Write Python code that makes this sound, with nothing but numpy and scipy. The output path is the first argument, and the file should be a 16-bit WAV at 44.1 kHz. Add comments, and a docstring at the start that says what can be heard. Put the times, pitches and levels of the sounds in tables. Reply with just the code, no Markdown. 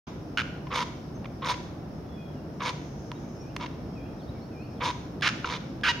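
"""Two herons squabble at the top of a pine, their calls pulses of the syrinx shaped by the long neck.
The echo of a croak comes first, then a shrill squawk, then hoarse croaks, short clucks and bill snaps,
each thrown back by the wood. After a second, songbirds whistle far off; midway a high trill swells,
one bird repeats a phrase and another a rising note. Two more squawks end the quarrel.
Throughout, distant wind rumbles and insects hiss in the trees over faint microphone noise."""
import sys
import numpy as np
from scipy import signal
from scipy.fft import rfft, irfft
from scipy.io import wavfile
from scipy.ndimage import uniform_filter1d

SR = 44100
rng = np.random.default_rng(int(sys.argv[2]) if len(sys.argv) > 2 else 0)


def wav_record(signal):
    """Record a signal, one row per channel, as 16-bit PCM in the file named by sys.argv[1]."""
    frames = np.transpose(np.atleast_2d(signal))
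    bounded = np.clip(frames, -1, 1)
    # unit amplitude maps onto the largest positive 16-bit level
    quanta = np.round(bounded * 32767).astype(np.int16)
    wavfile.write(sys.argv[1], SR, quanta)


N = 264600
RING_HZ, RING_WIDTH_HZ = 975, 76   # main resonance of the stretched neck

# Narrow upper resonances of the neck: f/Hz, bandwidth/Hz, gain/dB
NECK_MODES = [(2236, 110, -6.5), (3780, 50, -10.5)]
# Throat response in a croak: f/Hz, gain/dB
CROAK_THROAT = [(200, -27.5), (510, 3), (770, -4.5), (920, 4), (1250, 5), (1800, -1), (2250, 2), (2650, -3),
                (3700, 3), (4400, -4), (6300, -7), (8500, -18), (11300, -22), (15500, -44)]
# Croaks: t/s, duration/s, peak level/dB, fraction of the duration spent swelling, ring offset/dB
CROAKS = [(0.002, 0.052, -32.5, 0.4, -0.5), (0.702, 0.13, -27, 0.55, -3.5), (1.416, 0.11, -26, 0.88, -3),
          (2.596, 0.11, -28.5, 0.74, -4), (3.596, 0.056, -36.5, 0.9, -0.5), (4.801, 0.11, -28, 0.29, -1),
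          (5.443, 0.13, -34, 0.86, -7)]
def croaks(pitch_hz=496, puff=1.25, puff_s=0.001, breath=0.69, ring_db=19, shut_ring_db=8,
           shut_hz=3800, leak_db=-19, attack_s=0.0085, release_s=0.0053, sputter_db=1.8):
    """Source and filter: raspy pulses drive the throat; the opening beak lowers its ring, frees treble."""
    out = np.zeros(N)
    for s, length, db, swell, ring_offset_db in CROAKS:
        t = clock(length)
        effort_db = db + 25   # relative to a full-strength croak
        opening_s = 0.057 * 2 ** (effort_db / 4.5)
        bright_hz = 12000 * 2 ** (effort_db / 12.5)
        opened = np.clip(t / opening_s, 0, 1) ** 5
        slaps = syrinx(np.full(len(t), pitch_hz), rough=0.045, uneven_db=2.5, jitter=0.11)
        flow = np.sqrt(signal.lfilter([1], [1, -np.exp(-2 / (puff_s * SR))], slaps ** 2))
        rasp = puff * unit_rms(flow * rng.standard_normal(len(t)))
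        source = slaps + rasp + breath * rng.standard_normal(len(t))
        shut_ring = (1 - opened) * from_db(shut_ring_db) * neck(source, hz=1090, width_hz=97)
        # stretched, the neck resonates at the second harmonic of the slaps
        open_ring = opened * from_db(ring_db + ring_offset_db) * neck(slaps, RING_HZ, RING_WIDTH_HZ)
        upper = sum(from_db(gain_db) * neck(source, hz, width) for hz, width, gain_db in NECK_MODES)
        voice = colour(low_pass(source + shut_ring + open_ring + upper, bright_hz), CROAK_THROAT)
        openness = np.clip(opened + from_db(leak_db), 0, 1)
        voice = np.sqrt(1 - openness) * low_pass(voice, shut_hz, order=4) + openness * voice
        voice /= np.sqrt(uniform_filter1d(voice ** 2, size=900) + 1e-9)   # unit power over 20 ms
        peak_s = np.clip(swell, .05, .95) * length
        level_db = np.interp(t, [0, peak_s, length], [-36, db, db - 4])
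        level_db += sputter_db * drift(190.4, len(t))
        edges = np.minimum(t / attack_s, 1) * np.exp(-np.maximum(t - length, 0) / release_s)
        add(out, s, voice * edges * from_db(level_db))
    return out


def syrinx(hz, rough, uneven_db, jitter=0):
    """A valve slaps shut once a cycle; roughness scatters the periods, jitter displaces single slaps."""
    period_noise, size_noise, timing_noise = rng.standard_normal((3, 512))
    cycles = np.cumsum(np.exp(rough * period_noise - rough ** 2 / 2)) + jitter * timing_noise
    samples = np.arange(len(hz))
    at = np.interp(cycles - cycles[0], np.cumsum(hz) / SR, samples, right=-1)
    sizes = from_db(uneven_db * np.clip(size_noise, -2, 2))
    inside = at >= 0
    return unit_rms(sizes[inside] @ np.sinc(samples - at[inside, None]))


def neck(x, hz, width_hz):
    """Air-column resonance: one mode of the neck, with unit gain at its peak."""
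    return signal.lfilter(*signal.iirpeak(hz, hz / width_hz, fs=SR), x)


# Squawks: t/s, swell/s, fade/s, peak level/dB, f/Hz, glide/(Hz/s), roughness,
# rattle rate/Hz (1 = no rattle), low-pass cutoff before the fade/Hz
SQUAWKS = [(0.3717, 0.0017, 0.048, -22, 1511, -2300, 0.21, 117.5, 1870),
           (5.222, 0.054, 0.025, -22, 1271, -2200, 0.31, 87.5, 5600),
           (5.8347, 0.052, 0.032, -21, 1423, 1403, 0.17, 1, 3430)]
def squawks(yelp_s=0.0058, yelp_db=-25, swell_db=5.5, fade_db=9.5, locked_hz=947):
    """A clean yelp and rough swell, if time allows; the fade rattles or locks to the neck's resonance."""
    out = np.zeros(N)
    for s, swell_s, fade_s, db, hz, glide, rough, rattle_hz, bright_hz in SQUAWKS:
        if swell_s > yelp_s:
            yelp = shriek(yelp_s, hz=1670, glide=0, rough=0.049, bright_hz=bright_hz)
            add(out, s, from_db(yelp_db) * yelp)
            rise_s = swell_s - yelp_s
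            rise = from_db(db + np.interp(clock(rise_s), [0, rise_s], [-swell_db, 0]))
            add(out, s + yelp_s, rise * shriek(rise_s, hz, glide, rough, bright_hz))
        open_hz = 1.75 * bright_hz   # brighter with the beak wide open
        if rattle_hz > 1:
            ending = shriek(fade_s, hz + glide * swell_s, glide, rough, open_hz, rattle_hz)
        else:
            ending = shriek(fade_s, locked_hz, glide=0, rough=0.044, bright_hz=open_hz)
        fade = from_db(db - fade_db * (clock(fade_s) / fade_s) ** 2)
        add(out, s + swell_s, ending * fade)
    return out


# Throat response in a squawk or cluck: f/Hz, gain/dB
SQUAWK_THROAT = [(200, -13), (780, -8.5), (960, -0.5), (1550, 3.5), (1950, 0), (2400, 2), (2880, 1),
                 (3250, -2), (5000, -7), (6500, -13), (8500, -21), (11300, -30.5), (15500, -56)]
def shriek(length, hz, glide, rough, bright_hz, rattle_hz=0, breath=0.24, duty=0.52, shut_db=-15):
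    """Aperiodic pulses give a harsh, high voice; amplitude modulation can chop it into a rattle."""
    t = clock(length)
    slaps = syrinx(hz + glide * t, rough, uneven_db=8 * rough)
    source = low_pass(slaps - slaps.mean() + breath * rng.standard_normal(len(t)), bright_hz)
    beak_hiss = 0.38 * np.diff(rng.standard_normal(len(t) + 1))
    gate = np.where(t * rattle_hz % 1 < duty, 1, from_db(shut_db)) * (t < length)
    voice = colour((source + beak_hiss) * gate, SQUAWK_THROAT)
    return unit_rms(voice) * np.sqrt(np.mean(gate ** 2))


# Clucks: t/s, duration/s, level/dB, pulse rate/Hz, low-pass cutoff/Hz, ring gain/dB
CLUCKS = [(0.669, 0.011, -39.5, 1003, 3400, 13), (1.245, 0.0043, -41, 990, 3000, -8),
          (1.256, 0.0063, -37.5, 1007, 2800, -10), (1.541, 0.0078, -34, 1010, 6000, -6),
          (3.117, 0.0011, -25, 997, 4440, 16), (3.565, 0.0033, -27.5, 990, 6000, -2),
          (3.661, 0.0082, -35.5, 1010, 6000, -6), (5.445, 0.0063, -22, 1313, 1490, -7)]
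def clucks(breath=0.19):
    """Transient excitation: a few pulses knock the neck into free ringing."""
    out = np.zeros(N)
    for s, length, db, pulse_hz, bright_hz, ring_db in CLUCKS:
        t = clock(length)
        gate = np.sqrt(np.maximum(1 - t / length, 0))
        slaps = syrinx(np.full(len(t), pulse_hz), rough=0.11, uneven_db=0.74)
        source = gate * (slaps + breath * rng.standard_normal(len(t)))
        ring = from_db(ring_db) * neck(source, RING_HZ, RING_WIDTH_HZ)
        voice = colour(low_pass(source + ring, bright_hz), SQUAWK_THROAT)
        add(out, s, from_db(db) * unit_rms(voice) * np.sqrt(np.mean(gate ** 2)))
    return out


# Response of the struck bill: f/Hz, gain/dB
BILL = [(300, -2), (1000, 4), (2300, 0), (3600, 9), (6500, -5), (11000, -11), (15500, -34)]
# Bill snaps and twig ticks: t/s, level/dB
SNAPS = [(1.090, -55), (1.4468, -30), (3.116, -41), (3.564, -28.5), (5.2103, -37), (5.812, -46.5)]
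def snaps(decay_s=0.0011):
    """Damped impact: a hard contact gives a broadband burst that decays exponentially."""
    out = np.zeros(N)
    fade = np.exp(-clock(0) / decay_s)
    for s, db in SNAPS:
        burst = colour(fade * rng.standard_normal(len(fade)), BILL)
        add(out, s, from_db(db) * unit_rms(burst) * np.sqrt(2 * np.mean(fade ** 2)))
    return out


# Direction of the herons: f/Hz, left minus right level/dB
BEARING = [(700, -1), (1300, 1), (2400, -6.5), (4400, 0), (5600, -5.5), (7000, 0.5), (8500, -7),
           (10700, 8.5), (13000, 5.5)]
def direct_path(x):
    """Interaural level difference places the source a little to the right."""
    return np.array([colour(x, [(hz, side * db / 2) for hz, db in BEARING]) for side in (1, -1)])


# Spectrum of the echoes: f/Hz, relative level/dB
WOOD = [(200, -14), (1000, 0.5), (2500, 4.5), (4000, 2), (6500, 7.5), (12000, -3)]
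def wood_echoes(x, t60_s, build_s):
    """Multiple scattering: countless small echoes build up, then decay exponentially."""
    t = np.arange(SR) / SR
    response = diffuse(WOOD, count=SR) * from_db(-60 * t / t60_s) * (1 - np.exp(-t / build_s))
    return signal.fftconvolve(x[None], unit_rms(response) / np.sqrt(SR), axes=1)[:, :N]


# Notes of the phrase: t/s from its start, duration/s, start f/Hz, middle f/Hz, end f/Hz, relative level/dB
PHRASE = [(0, 0.046, 3470, 3750, 3890, -67), (0.079, 0.053, 2220, 2290, 2000, -64.5),
          (0.252, 0.14, 2720, 2400, 3040, -61.5), (0.492, 0.043, 4000, 3530, 3000, -64)]
# Lone whistles: t/s, duration/s, f/Hz, glide/(Hz/s), relative level/dB
WHISTLES = [(1.14, 0.035, 6180, 4494, -62), (2.045, 0.28, 3455, -800, -65), (2.16, 0.11, 2500, -550, -61.5),
            (2.348, 0.052, 3000, -6500, -67), (3.362, 0.071, 5140, 8000, -55), (3.903, 0.23, 3270, -3, -68)]
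def songbirds(phrase_start_s=3.132, phrase_every_s=0.565, crescendo_db=2.2,
              rising_start_s=4.203, rising_every_s=0.201):
    """Tonal song: one bird repeats a phrase ever louder, a second a rising note; others whistle once."""
    out = np.zeros(N)
    for k in range(3):
        phrase_s = phrase_start_s + k * phrase_every_s
        for after_s, *shape in PHRASE:
            add(out, phrase_s + after_s, from_db(k * crescendo_db) * whistle(*shape))
        rising = whistle(length=0.065, start_hz=3980, middle_hz=4417, end_hz=4480, db=-63)
        add(out, rising_start_s + k * rising_every_s, rising)
    for s, length, hz, glide, db in WHISTLES:
        add(out, s, whistle(length, hz, hz + glide * length / 2, hz + glide * length, db))
    return out


def whistle(length, start_hz, middle_hz, end_hz, db, waver=0.0093, flicker_db=4.0):
    """Frequency modulation: a pure tone wavers along a parabola through three pitches."""
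    progress = np.linspace(0, 1, int(length * SR))
    arc = np.polyfit([0, .5, 1], [start_hz, middle_hz, end_hz], 2)
    hz = np.polyval(arc, progress) * (1 + waver * drift(244, len(progress)))
    swell = np.sqrt(2 * np.abs(np.sin(np.pi * progress)))
    gain = from_db(db + flicker_db * drift(60, len(progress)))
    return swell * gain * np.sin(2 * np.pi * np.cumsum(hz) / SR)


# Wind spectrum: f/Hz, relative density level/dB
WIND = [(15, -50), (25, -44), (40, -13), (65, -4), (105, -4.5), (146, 0.5), (190, -4), (310, -5.5),
        (400, -11.5), (720, -16), (1050, -24), (1350, -25.5), (2100, -35), (4500, -42.5), (9000, -65),
        (14000, -100)]
def wind(db=-38, gust_db=0.58):
    """Low-frequency noise: distant wind rumbles, slightly modulated by gusts."""
    return diffuse(WIND) * from_db(db + gust_db * drift(9, N))


# Insect spectrum: f/Hz, relative density level/dB
INSECTS = [(3500, -39), (4600, -5), (5400, 7.5), (6000, -6), (7000, -13), (9000, -15.5), (14000, -72)]
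def insects(db=-66.0, shimmer_db=2.0):
    """Incoherent sum: many insects merge into one shimmering band of noise."""
    return diffuse(INSECTS) * from_db(db + shimmer_db * drift(14, N))


# Trill spectrum: f/Hz, relative density level/dB
TRILL = [(4200, -26), (5100, -3.5), (6200, 2.5), (6900, -4.5), (7800, -37)]
def trill(start_s=2.49, attack_s=0.26, hold_s=0.62, release_s=0.23, rest_db=-76.5, held_db=-62.5):
    """Amplitude-modulated band noise: a distant high trill flickers and swells once."""
    corners_s = np.cumsum([start_s, attack_s, hold_s, release_s])
    level_db = np.interp(np.arange(N) / SR, corners_s, [rest_db, held_db, held_db, rest_db])
    return diffuse(TRILL) * from_db(level_db + 2.0 * drift(45, N))


# Hiss spectrum: f/Hz, relative density level/dB
HISS = [(2000, -11), (5000, 2.5), (11000, 2), (13500, 0.5), (15800, -2), (17000, -25)]
def microphone_hiss(db=-70.0):
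    """Self-noise: a steady floor, strongest in the treble."""
    return from_db(db) * diffuse(HISS)


# Likeness of left and right: f/Hz, coherence
COHERENCE = [(60, 0.99), (150, 0.96), (280, 0.95), (500, 0.76), (1000, 0.23), (3000, 0.043), (8000, 0.14),
             (14000, 0.069)]
def diffuse(spectrum, count=N):
    """Diffuse field: stereo noise of unit power, coherent in the bass and unrelated in the treble."""
    hz = np.fft.rfftfreq(count, 1 / SR)
    mid, side = rfft(rng.standard_normal((2, count))) * from_db(at_hz(spectrum, hz))
    coherence = np.clip(at_hz(COHERENCE, hz), 0, .999)
    channels = np.sqrt(1 + coherence) * mid + np.sqrt(1 - coherence) * side * [[1], [-1]]
    return unit_rms(irfft(channels, count))


def colour(x, points, size=8192):
    """Minimum-phase filtering: folding the cepstrum makes the given response causal."""
    cepstrum = irfft(np.log(from_db(at_hz(points, np.fft.rfftfreq(size, 1 / SR)))))
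    cepstrum[1:size // 2] *= 2
    cepstrum[size // 2 + 1:] = 0
    response = irfft(np.exp(rfft(cepstrum)))
    return signal.fftconvolve(x, response)[:len(x)]


def low_pass(x, hz, order=2):
    """Attenuation above a cutoff."""
    return signal.sosfilt(signal.butter(order, min(hz, .45 * SR), fs=SR, output="sos"), x)


def at_hz(points, hz):
    """Interpolation on a log-frequency axis."""
    f, value = np.transpose(points)
    return np.interp(np.log(np.maximum(hz, 1)), np.log(f), value)


def drift(rate_hz, count):
    """Random modulation: straight lines between values of unit variance."""
    knots = rng.standard_normal(4096)
    return np.interp(np.arange(count) * rate_hz / SR, np.arange(len(knots)), knots)


def from_db(db):
    """Level to amplitude ratio."""
    return 10 ** (np.asarray(db) / 20)


def unit_rms(x):
    """Normalisation to unit power."""
    return x / np.sqrt(np.mean(x ** 2) + 1e-20)


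def clock(length):
    """Time axis of a call, with 12 ms to ring out."""
    return np.arange(int((length + .012) * SR)) / SR


def add(track, s, sound):
    """Superposition of a sound at time s."""
    at = int(s * SR)
    track[at:at + len(sound)] += sound[:N - at]


def scene(branches_db=-15.5, wood_db=-12.0, song_db=-2, song_wood_db=-5.0):
    """Superposition of direct sound, early reflections off branches, reverberation and background."""
    herons = croaks() + squawks() + clucks() + snaps()
    song = songbirds()
    direct = direct_path(herons) + from_db(song_db) * song
    # the first echoes arrive from the sides and widen the image
    early = wood_echoes(herons, t60_s=0.03, build_s=0.001)[0] * [[1], [-1]]
    dull_song = low_pass(song, hz=4800)   # its echoes come from far off
    into_wood = from_db(wood_db) * herons + from_db(song_wood_db) * dull_song
    late = wood_echoes(into_wood, t60_s=0.7, build_s=0.011)
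    background = wind() + insects() + trill() + microphone_hiss()
    return direct + from_db(branches_db) * early + late + background


# Treble notches: f/Hz, nominal width/Hz (each of two passes has half this width)
NOTCHES = [(7690, 1680), (9610, 1350)]
def record(dry, start_s=0.068, fade_in_s=0.0044, cutoff_hz=15800):
    """Band rejection and a steep low-pass; an opening silence leaves only the first croak's echo."""
    for hz, width_hz in NOTCHES:
        for _ in range(2):
            dry = signal.lfilter(*signal.iirnotch(hz, 2 * hz / width_hz, fs=SR), dry)
    fade_in = np.clip((np.arange(N) / SR - start_s) / fade_in_s, 0, 1)
    return signal.sosfilt(signal.ellip(12, .1, 80, cutoff_hz, fs=SR, output="sos"), dry * fade_in)


dry = scene()
out = record(dry)
wav_record(out)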